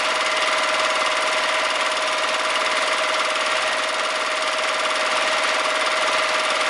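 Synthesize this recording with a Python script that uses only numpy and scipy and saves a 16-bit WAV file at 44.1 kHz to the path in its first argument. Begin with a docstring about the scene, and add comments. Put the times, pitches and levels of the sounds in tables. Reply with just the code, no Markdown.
"""A belt-driven piston compressor fills its tank outdoors. Its puffs and knocks repeat at every crank
turn, so they form a harmonic series, with peaks in its tone and a dip where two puffs cancel.
Once a turn the valve plates slap, hiss, tick and ring. Behind them the electric drive drones and
whines, and flywheel air rushes. The cylinder heads ring less as the listener moves down to the tank."""
import sys
import numpy as np
from scipy.fft import rfft, irfft, next_fast_len
from scipy.io import wavfile
from scipy.ndimage import map_coordinates

SR = 44100
rng = np.random.default_rng(int(sys.argv[2]) if len(sys.argv) > 2 else 0)


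def bounce(signal):
    """Save signal as a 16-bit WAV file at the path given by the first command-line argument."""
    frames = np.transpose(np.atleast_2d(signal))
    limited = np.clip(frames, -1, 1)
    pcm = np.round(limited * 32767).astype(np.int16)
    wavfile.write(sys.argv[1], SR, pcm)


N = 295029
TIME = np.arange(N) / SR
CRANK_HZ, DRONE_HZ, WHINE_HZ, TOP_HZ = 18.7476, 626.1, 2044, 11900

# nearness of the machine, used about its mean: t/s, level/dB
NEARNESS = [(0, -23.5), (0.75, -22.5), (2.1, -24.0), (2.8, -23), (3.3, -23.5), (3.75, -24), (4.3, -25),
            (5.2, -23.0), (5.8, -23.0), (6.69, -23)]
# spectrum of air rush and loose rattle: f/Hz, density/(dB per Hz)
AIR_SPECTRUM = [(25, -80.5), (150, -83.5), (250, -74), (380, -75), (560, -62.5), (850, -63), (1200, -57.5),
                (1500, -61.5), (1950, -58.5), (3100, -62.5), (5300, -72), (7500, -81), (10000, -87),
                (11700, -103)]
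# resonances of fins and guards: f/Hz, width/Hz, gain/dB
GUARD_MODES = [(435, 30, 7), (1160, 60, 2), (1365, 35, 5), (1640, 30, 5), (1872, 20, 9), (2860, 60, 2),
               (3040, 20, 4)]
# faint steady tones of motor and belt: f/Hz, level/dB
HUM_TONES = [(550, -50), (574, -47), (599, -51), (637, -44.5), (675, -50)]
# rise and fall of the whine, used about its mean: t/s, level/dB
WHINE_SWELL = [(0, -47), (0.2, -33), (0.7, -34.5), (1.95, -36), (2.15, -47), (2.5, -41), (2.75, -32.5),
               (3, -32.5), (3.7, -41), (6.69, -34)]
# the plate slaps, air follows, the plate closes: position/turns, level/dB, T60/s
SLAP_BLOWS = [(.015, 9.5, .028), (.12, -2.5, 0.092), (.43, 1, .025)]
# spectrum of the slap: f/Hz, density/(dB per Hz)
SLAP_SPECTRUM = [(500, -91), (1500, -65.5), (2850, -59), (3550, -57), (4100, -66.5), (5350, -58.5),
                 (6100, -71.5), (7350, -68), (7900, -77.5), (9900, -71), (10700, -80), (11700, -106)]
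# dips and a peak that the valve seat gives the slap: f/Hz, width/Hz, gain/dB
SEAT_COLOUR = [(3880, 190, -14.5), (5180, 170, -6.5), (8570, 150, 11.5)]
# the lighter valve ticks and bounces: position/turns, level/dB, T60/s
TICK_BLOWS = [(0.752, 8.5, 0.021), (.84, 2, 0.019), (0.915, 5, 0.024), (0.0077, 4.5, 0.012)]
# spectrum of the tick: f/Hz, density/(dB per Hz)
TICK_SPECTRUM = [(3000, -90), (6000, -72), (7400, -75.5), (8800, -71.5), (9400, -70), (9750, -69),
                 (10350, -76), (11000, -80), (11700, -97)]
# modes of the slapped valve plate: f/Hz, level/dB, T60/s
PLATE_MODES = [(2853, -23.5, 0.064), (3447, -32.5, 0.13), (3720, -31, 0.1), (4400, -34, 0.11),
               (4800, -35, 0.13), (5310, -24.5, 0.026), (5570, -34, 0.034), (6660, -37.5, 0.13),
               (7380, -36, 0.039), (9695, -30.5, 0.054), (9880, -35, 0.039)]
# puffs and knocks within a turn: position/turns, length/turns, f/Hz, width/Hz, weight/dB
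STROKE_PULSES = [(.09, .07, 290, 180, 1), (.375, .07, 290, 180, 1), (.42, .2, 505, 70, 3),
                 (.8, .17, 640, 110, 0), (.88, .12, 950, 250, 0), (.23, .07, 1180, 170, 14),
                 (.15, .04, 1370, 130, -2), (.37, .1, 1370, 110, 6), (.93, .07, 1370, 130, -2),
                 (.36, .04, 1950, 600, 0), (.64, .04, 2100, 500, -2), (.99, .09, 2000, 700, 0)]
# spectral envelope of the crank harmonics: f/Hz, level/dB
PUMP_SPECTRUM = [(20, -88), (110, -92), (150, -71), (200, -69.5), (245, -57.5), (310, -50), (420, -56.5),
                 (540, -50.5), (780, -53), (880, -52), (1450, -48.5), (1700, -53.5), (2250, -50.5),
                 (2700, -83.5), (4500, -82)]
# peaks in the pump's tone, and a dip where the two puffs of each turn cancel: f/Hz, width/Hz, gain/dB
PUMP_COLOUR = [(337, 12, -12), (506, 14, 10), (620, 20, 5), (1152, 42, 12.5), (1200, 16, 13), (1305, 25, 4),
               (1368, 46, 11.5), (1931, 14, 6.5), (2193, 12, 9.5)]
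# resonances of the cylinder heads: f/Hz, width/Hz, gain/dB
HEAD_MODES = [(994, 5.3, 13), (1026, 14.4, 13)]


def amp(db):
    return 10 ** (np.asarray(db) / 20)


def envelope_db(points, hz):
    """A spectral envelope, interpolated on a logarithmic frequency axis."""
    f, db = np.transpose(points)
    return np.interp(np.log(hz + 1), np.log(f + 1), db)


def bells_db(bands, hz):
    """Each band adds a bell-shaped peak or dip to the spectrum."""
    return sum(db * np.exp(-2 * ((hz - centre) / width) ** 2) for centre, width, db in bands)


def swing_db(curve):
    """A level over time, relative to the mean of its points."""
    t, db = np.transpose(curve)
    return np.interp(TIME, t, db - db.mean())


def wobble(rate):
    """Smooth random modulation with rate knots a second."""
    return map_coordinates(rng.standard_normal(int(N * rate / SR) + 4), [TIME * rate], mode='nearest')


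def filtered(x, response):
    """Linear filtering: the spectrum is multiplied by a frequency response."""
    size = next_fast_len(N + SR // 2)
    return irfft(rfft(x, size) * response(np.fft.rfftfreq(size, 1 / SR)), size)[:N]


def cast_iron_db(hz, spacing_hz=38, depth_db=2.8):
    """High modal density: the castings' countless close modes ripple the spectrum."""
    ripple = map_coordinates(rng.standard_normal(SR // 20), [hz / spacing_hz], mode='nearest')
    return depth_db * np.tanh(ripple)


def casting_noise(spectrum, bands=()):
    """Source and filter: white noise is coloured by an envelope, peaks and dips, and the castings."""
    white = rng.standard_normal(N) * np.sqrt(SR / 2)
    colour = lambda hz: amp(envelope_db(spectrum, hz) + bells_db(bands, hz) + cast_iron_db(hz))
    return filtered(white, colour)


def air_rush():
    """Broadband excitation: flywheel air and loose rattle ring in the fins and guards."""
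    return casting_noise(AIR_SPECTRUM, GUARD_MODES) * amp(0.93 * wobble(250) + 0.86 * wobble(12))


def tone(hz, db, waver_rad):
    """Phase modulation: a complex tone wavers with the belt load."""
    drift = waver_rad * (wobble(2.77) + .5 * wobble(25))
    return np.sqrt(2) * amp(db) * np.exp(1j * (2 * np.pi * hz * TIME + drift))


def electric_drive(crank, near_db):
    """Modulation by load: the piston swells the drone once a turn, beside a hum and an unsteady whine."""
    load = 1 + .38 * np.exp(2j * np.pi * (crank - .78))
    drone = tone(DRONE_HZ, db=-31.5, waver_rad=0.41) * load * amp(1.7 * wobble(70))
    hum = sum(tone(hz, db, waver_rad=0.53) for hz, db in HUM_TONES)
    whine = tone(WHINE_HZ, db=-38, waver_rad=.55) * amp(2.4 * wobble(40))
    return np.real(amp(near_db) * (drone + hum) + amp(swing_db(WHINE_SWELL)) * whine)


def blow_envelope(blows, crank, attack_s, scatter_db):
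    """Incoherent blows add in power; each decays from its crank position, its force varying by turn."""
    power = 0
    for position, db, t60 in blows:
        turn, fraction = np.divmod(crank - position + 1, 1)
        age = fraction / CRANK_HZ
        force_db = db + scatter_db * rng.standard_normal(N // 100)[turn.astype(int)]
        power += (amp(force_db - 60 * age / t60) * (1 - np.exp(-age / attack_s))) ** 2
    return np.sqrt(power)


def valves(crank):
    """Impact and flow noise: one plate slaps and passes air; a lighter one ticks a quarter turn earlier."""
    slap = casting_noise(SLAP_SPECTRUM, SEAT_COLOUR)
    slap *= blow_envelope(SLAP_BLOWS, crank, attack_s=0.0017, scatter_db=1.1)
    tick = casting_noise(TICK_SPECTRUM)
    tick *= blow_envelope(TICK_BLOWS, crank, attack_s=.0011, scatter_db=1.2)
    flutter = amp(0.75 * wobble(700) - 2.5)  # the plates chatter on their seats
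    return (slap + tick) * flutter


def plate_ring(crank, lowest_mode_db, scatter_db=2.5, attack_s=0.0028):
    """Damped free vibration: each slap rings the modes of the valve plate afresh."""
    turn, age = np.floor(crank).astype(int), crank % 1 / CRANK_HZ
    rings = []
    for hz, db, t60 in PLATE_MODES:
        force, phase = rng.standard_normal((turn.max() + 1, 2))[turn].T
        fade = amp(db + scatter_db * force - 60 * age / t60) * (1 - np.exp(-age / attack_s))
        rings.append(fade * np.sin(2 * np.pi * (hz * age + phase)))
    return amp(lowest_mode_db) * rings[0] + sum(rings[1:])


def piston_strokes(crank, head_db, smear_db=-10, size=2048):
    """Periodic excitation: puffs and knocks that recur every turn sound as harmonics of the crank."""
    cycle, hz = np.arange(size) / size, np.arange(size // 2 + 1) * CRANK_HZ
    head_lift_db = bells_db(HEAD_MODES, hz)
    level_db = envelope_db(PUMP_SPECTRUM, hz) + bells_db(PUMP_COLOUR, hz) + head_lift_db
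    strength = amp(level_db) * size / np.sqrt(2)
    harmonics = strength * np.exp(2j * np.pi * rng.random(len(hz)))
    # each pass shifts only the phases, gathering the turn's energy into the pulses
    for _ in range(4):
        force = amp(smear_db) * harmonics / np.abs(harmonics)
        for position, length, centre, width, db in STROKE_PULSES:
            offset = (cycle - position + .5) % 1 - .5
            window = np.exp(-.5 * (offset / length) ** 2)
            band = 1 / (1 + (2 * (hz - centre) / width) ** 4)
            burst = band * rfft(window * irfft(harmonics))
            force += amp(db) * burst * np.linalg.norm(band) / np.linalg.norm(burst)
        harmonics = strength * np.exp(1j * np.angle(force))
    head_share = 1 - amp(-head_lift_db)
    repeat = lambda spectrum: map_coordinates(irfft(spectrum), [crank % 1 * size], mode='grid-wrap')
    return repeat(harmonics * (1 - head_share)) + amp(head_db) * repeat(harmonics * head_share)


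def scene():
    """Superposition: pump, valves and drive share one crank, and their levels follow the nearness."""
    near_db = swing_db(NEARNESS)
    head_db = np.interp(TIME, [2.7, 3.4], [4, -1.5])  # the listener leaves the cylinder heads
    belt_give = 0.00386 * wobble(2) + 0.00064 * wobble(22)
    crank = .115 + CRANK_HZ * TIME + belt_give  # in turns
    pump = piston_strokes(crank, head_db) * amp(0.54 * wobble(24)) + air_rush()
    plates = valves(crank) + plate_ring(crank, lowest_mode_db=.4 * head_db)
    return (amp(near_db) * pump + amp(0.63 * near_db) * plates + electric_drive(crank, near_db))[None]


def record(dry):
    """Band limiting: an ideal low-pass filter passes nothing above TOP_HZ."""
    return filtered(dry[0], lambda hz: hz < TOP_HZ)[None]


dry = scene()
out = record(dry)
bounce(out)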